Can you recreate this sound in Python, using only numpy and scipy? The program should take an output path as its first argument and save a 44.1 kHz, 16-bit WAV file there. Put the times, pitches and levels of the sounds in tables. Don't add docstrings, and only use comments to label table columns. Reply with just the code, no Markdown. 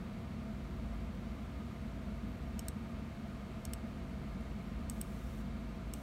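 import sys
import numpy as np
from scipy import signal
from scipy.fft import rfft, irfft, next_fast_len
from scipy.io import wavfile
from scipy.ndimage import map_coordinates

SR = 44100
rng = np.random.default_rng(int(sys.argv[2]) if len(sys.argv) > 2 else 0)


def store_pcm(level_fs):
    pcm = np.round(np.clip(level_fs, -1, 1) * 32767).astype(np.int16)
    wavfile.write(sys.argv[1], SR, np.atleast_2d(pcm).T)


def magnitude_from_level(level_db):
    exponent = np.asarray(level_db, float) / 20
    return 10 ** exponent


N = 265482

# freq_hz, density_db
RUMBLE_SPECTRUM = [(13, -50), (22, -7), (37, -4.5), (54, 7.5), (70, 9), (113, 0), (135, -21), (180, -42),
                   (300, -120)]
# freq_hz, density_db
DRONE_SPECTRUM = [(85, -41), (145, -6), (161, -6.5), (193, 0.5), (216, 6), (237, -1), (306, -12.5),
                  (360, -14), (400, -26), (520, -66), (880, -120)]
# freq_hz, density_db
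RUSH_SPECTRUM = [(220, -38), (380, -3), (394, -14.5), (413, -4.5), (444, -7), (486, -2.5), (565, -9),
                 (669, 0.5), (759, -11.5), (931, -9.5), (971, -10.5), (1040, -10.5), (1080, -12.5),
                 (1210, -8), (1600, -18), (2080, -31.5), (3520, -120)]
# freq_hz, density_db
FIZZ_SPECTRUM = [(880, -30), (1500, -2), (1760, -2.5), (2190, 0.5), (2500, -2.5), (3090, -6), (4600, -10),
                 (4900, -13.5), (7500, -18), (9650, -20), (10400, -25), (11500, -22), (13100, -24.5),
                 (16000, -28)]
# freq_hz, level_db (rms)
ROTOR_TONES = [(138.9, -54), (460.9, -75), (905.7, -82), (1055.8, -82), (1301.4, -85), (2217.9, -88)]
# freq_hz,
# width_hz, level_db
STANDING_WAVES = [(26, 8, -11), (39, 4, 3), (54, 4, -4), (87, 5, -4), (128, 5, -5), (181, 9, 4),
                  (194, 4, -2), (206, 5, 2), (217, 5, -3), (251, 6, -3), (281, 9, 3), (360, 9, 2),
                  (490, 5, -6), (540, 12, 2), (605, 10, -3), (748, 10, -3), (768, 8, 3), (830, 8, -3),
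                  (880, 18, -3), (995, 14, -4), (1032, 12, 3), (1115, 8, -3), (1235, 25, 3), (1280, 18, -5),
                  (1370, 30, 2), (1680, 20, 3), (1820, 15, -3), (1860, 20, 3), (1950, 20, -3),
                  (2150, 35, 2), ]
# multiple (of 120 Hz), level_db (rms)
MAINS_HARMONICS = [(2, -58), (3, -73), (4, -72), (6, -75), (7, -83), (8, -84), (9, -81)]
# freq_hz, density_db
COIL_SPECTRUM = [(11200, -40), (11650, -9), (11820, 0), (12000, -7), (12500, -40)]
# time_s, peak_db, shell_db, leaf_hz
PRESS_SNAPS = [
    (2.5928, -33.5, -5.5, 8300),
    (3.6519, -37, -3, 8150),
    (4.898, -32, -8.5, 8230),
    (5.937, -34.5, -7, 8180),
]
# time_s, peak_db, shell_db, leaf_hz
RELEASE_SNAPS = [
    (2.6837, -34.5, -0.5, 8320),
    (3.7346, -35, 0, 8040),
    (5.0133, -32.5, -4.5, 8230),
]
# freq_hz, width_hz, level_db
PRESS_MODES = [(2970, 250, -11), (3650, 190, -30), (4550, 230, -17.5), (5430, 290, -5), (6360, 240, -6),
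               (7030, 330, -8), (8290, 330, -2), (9900, 210, -13), (11260, 250, -10.5), (12700, 220, -21),
               (13100, 440, -24), (14200, 350, -9), (14800, 300, -16)]
# freq_hz, width_hz, level_db
RELEASE_MODES = [(1590, 600, -13.5), (2800, 1400, -10.5), (3720, 130, -19), (4480, 170, -14.5),
                 (5420, 210, -11.5), (6280, 550, -17), (8230, 720, -1), (9210, 380, -9.5), (9760, 300, -9),
                 (11130, 550, -7), (12400, 230, -24), (13000, 270, -25), (14000, 290, -15),
                 (14850, 390, -10), (16300, 500, -30)]
# freq_hz, density_db
CRACK_SPECTRUM = [(1200, -30), (1800, -8), (3200, -5), (5000, -7), (8500, 0), (10300, -12), (12000, -3),
                  (15200, -4), (15750, -16), (15950, -60)]
# freq_hz, t60_s
ROOM_DECAY = [(2000, 0.062), (8000, 0.076), (15000, 0.056)]
# freq_hz, gain_db
ECHO_SPECTRUM = [(2000, 2), (7000, 1), (8250, -5), (9200, -1), (10400, 3), (11300, -3), (12600, 1),
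                 (14500, -6), (15700, -2), (15950, -50)]
# time_s, peak_db
CREAKS = [
    (3.8731, -67),
    (5.8814, -70),
]
# freq_hz, density_db
CREAK_SPECTRUM = [(8000, -20), (12000, 0), (15600, -2), (15900, -40)]
# freq_hz, density_db
SCUFF_SPECTRUM = [(8000, -18), (9300, -6), (9700, 0), (10200, -8), (12000, -16), (14000, -40)]
# start_s, length_s
BUSY_SPELLS = [
    (4.896, .52),
    (5.934, .52),
]
# freq_hz, density_db
BUSY_SPECTRUM = [(4700, -30), (5200, 0), (7000, -1), (8500, -2), (9800, -2), (10400, -6), (11200, -3),
                 (15800, -5), (15950, -60)]
# freq_hz, gain_db
BEACON_SPECTRUM = [(5000, -25), (9500, -5), (11200, 4), (13000, 8), (15800, 9), (15950, -40)]

RUMBLE_DB, DRONE_DB, RUSH_DB, FIZZ_DB = -46.5, -46.5, -55.5, -62
SLOW_HZ, SLOW_DB = 53.72, -54
BEAT_PERIOD_S, IN_STEP_S, NEIGHBOUR_RATIO = 3.55, 1.66, 0.76
TOP_HZ = 15930
LEAF_T60_S, LEAF_DB = 0.2, -32
SCUFF_S, SCUFF_DB = 4.403, -69
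BEACON_INTERVAL_S, FIRST_BEACON_S = 0.1024, 0.02505
DOZE_COUNT, PACKET_SAMPLES = 37, 42
BUSY_DB, SURGE_DB, SURGE_S, FADE_DB_PER_S = -70, 4, 0.03, 900


def fans():
    rumble = magnitude_from_level(RUMBLE_DB + 0.6 * wobble(0.63)) * noise(RUMBLE_SPECTRUM)
    drone = magnitude_from_level(DRONE_DB + 0.35 * wobble(3.43)) * noise(DRONE_SPECTRUM)
    rush = magnitude_from_level(RUSH_DB + 0.12 * wobble(3.24)) * noise(RUSH_SPECTRUM)
    fizz = magnitude_from_level(FIZZ_DB + 0.18 * wobble(2.67)) * noise(FIZZ_SPECTRUM)
    air = standing(rumble + drone + rush + fizz, ripple_db=1.3)
    turns = (np.arange(N) / SR - IN_STEP_S) / BEAT_PERIOD_S
    beat = abs(1 + NEIGHBOUR_RATIO * np.exp(2j * np.pi * turns))
    slow = beat * tones([(SLOW_HZ, SLOW_DB)], sway_db=3.0, drift_rad=0.9)
    return air + tones(ROTOR_TONES, sway_db=1.0, drift_rad=0.55) + slow


def standing(x, ripple_db):
    size = next_fast_len(N + 8192)
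    hz = np.fft.rfftfreq(size, 1 / SR)
    gain_db = sum(level_db * np.exp(-((hz - centre_hz) / width_hz) ** 2)
                  for centre_hz, width_hz, level_db in STANDING_WAVES)
    dense = map_coordinates(rng.standard_normal(1000), [hz / 30])
    gain_db = gain_db + ripple_db * dense * (hz > 2400)
    return irfft(rfft(x, size) * magnitude_from_level(gain_db) * (hz < TOP_HZ), size)[:N]


def supply():
    lines = [(120 * multiple, level_db) for multiple, level_db in MAINS_HARMONICS]
    buzz = tones(lines, sway_db=0.6, drift_rad=0.2)
    return buzz + magnitude_from_level(-90 + 3 * wobble(14)) * noise(COIL_SPECTRUM)


def mouse():
    down = snaps(PRESS_SNAPS, PRESS_MODES, pace=1.05, treble_db=-3.5, crack_db=-4)
    up = snaps(RELEASE_SNAPS, RELEASE_MODES, pace=0.88, treble_db=-0.7, crack_db=-7)
    echoes = magnitude_from_level(-15.5) * room(down) + magnitude_from_level(-18.5) * room(up)
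    return down + up + coloured(echoes, ECHO_SPECTRUM)


def snaps(events, modes, pace, treble_db, crack_db):
    ringing, chatter = np.zeros(N + SR), np.zeros(N + SR)
    t = np.arange(SR // 4) / SR
    hz, width_hz, level_db = np.transpose(modes)
    is_shell = hz < 7500
    is_leaf = abs(hz - 8250) < 200
    speed = pace * (np.where(is_shell, 420, 520) + 0.5 * width_hz)
    for time_s, peak_db, shell_db, leaf_hz in events:
        level_luck, pitch_luck = rng.standard_normal((2, len(hz)))
        tilt_db = treble_db * (hz > 9000) + shell_db * is_shell
        pitch_hz = np.where(is_leaf, leaf_hz, hz * (1 + 0.004 * pitch_luck))
        phase = 2 * np.pi * pitch_hz[:, None] * t + 9 * level_luck[:, None]
        rings = swell(t * speed[:, None]) * np.sin(phase)
        body = magnitude_from_level(level_db + tilt_db + 0.8 * level_luck) @ rings
        shake = 0.07 * np.cumsum(rng.standard_normal(len(t)))
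        leaf = magnitude_from_level(LEAF_DB - 60 * t / LEAF_T60_S) * np.sin(2 * np.pi * leaf_hz * t + shake)
        start = round((time_s - 0.0008) * SR)
        span = slice(start, start + len(t))
        ringing[span] += magnitude_from_level(peak_db - 1.2) * (body + leaf)
        chatter[span] += magnitude_from_level(peak_db + shell_db + crack_db) * swell(t * 620 * pace)
    return ringing[:N] + chatter[:N] * noise(CRACK_SPECTRUM)


def swell(u):
    return u ** 3 * np.exp(3 - 3 * u)


def room(x):
    hz, t, bins = signal.stft(rng.standard_normal(SR // 4), SR, nperseg=256)
    decay = magnitude_from_level(-60 * t / along(ROOM_DECAY, hz)[:, None])
    tail = signal.istft(bins * decay, SR, nperseg=256)[1]
    delayed = np.pad(x, (130, 0))
    return signal.fftconvolve(delayed, tail / np.linalg.norm(tail))[:N]


def hand():
    times_s, peaks_db = np.transpose(CREAKS)
    creaks = magnitude_from_level(-3) * ticks(times_s, peaks_db, 0.003, CREAK_SPECTRUM)
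    return creaks + ticks([SCUFF_S], SCUFF_DB, 0.012, SCUFF_SPECTRUM)


def ticks(times_s, level_db, length_s, spectrum):
    gate = np.zeros(N)
    gate[np.round(np.asarray(times_s) * SR).astype(int)] = magnitude_from_level(level_db)
    shape = np.hanning(max(round(length_s * SR), 4))
    return np.convolve(gate, shape)[:N] * noise(spectrum)


def electronics():
    k = np.arange(int((N / SR - FIRST_BEACON_S) / BEACON_INTERVAL_S) + 1)
    k = k[(k < DOZE_COUNT) | (k % 3 == 2)]
    awake = k < DOZE_COUNT
    ends = np.round((FIRST_BEACON_S + k * BEACON_INTERVAL_S) * SR).astype(int)
    spikes = np.zeros(N)
    spikes[ends] = magnitude_from_level(np.where(awake, -59.5, -56.5) + 0.8 * rng.standard_normal(len(k)))
    spikes[ends - PACKET_SAMPLES] = -spikes[ends] * magnitude_from_level(np.where(awake, -5, 0))
    return coloured(spikes, BEACON_SPECTRUM) + busy() * noise(BUSY_SPECTRUM)


def busy():
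    t = np.arange(N) / SR
    gain = np.zeros(N)
    for start_s, length_s in BUSY_SPELLS:
        surge_db = SURGE_DB * np.exp(-abs(t - start_s) / SURGE_S)
        fade_db = FADE_DB_PER_S * np.clip(t - start_s - length_s, 0, None)
        gain += (t > start_s) * magnitude_from_level(BUSY_DB + surge_db - fade_db)
    return gain


def tones(lines, sway_db, drift_rad):
    t = np.arange(N) / SR
    out = np.zeros(N)
    for hz, level_db in lines:
        level = np.sqrt(2) * magnitude_from_level(level_db + sway_db * wobble(2.225))
        phase = drift_rad * wobble(1.413) + rng.uniform(0, 2 * np.pi)
        out += level * np.sin(2 * np.pi * hz * t + phase)
    return out


def noise(spectrum):
    return unit(coloured(rng.standard_normal(N), spectrum))


def coloured(x, spectrum):
    size = next_fast_len(N + 8192)
    gain = magnitude_from_level(along(spectrum, np.fft.rfftfreq(size, 1 / SR)))
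    return irfft(rfft(x, size) * gain, size)[:N]


def along(points, hz):
    f, v = np.transpose(points)
    return np.interp(np.log(hz + 1), np.log(f + 1), v)


def wobble(rate_hz):
    return map_coordinates(rng.standard_normal(400), [np.arange(N) * rate_hz / SR])


def unit(x):
    return x / np.sqrt(np.mean(x ** 2) + 1e-20)


def scene():
    return (fans() + supply() + mouse() + hand())[None]


def roll_off(x):
    return signal.sosfilt(signal.butter(12, 16600, fs=SR, output="sos"), x)


def record(dry):
    return roll_off(dry + electronics())


dry = scene()
out = record(dry)
store_pcm(out)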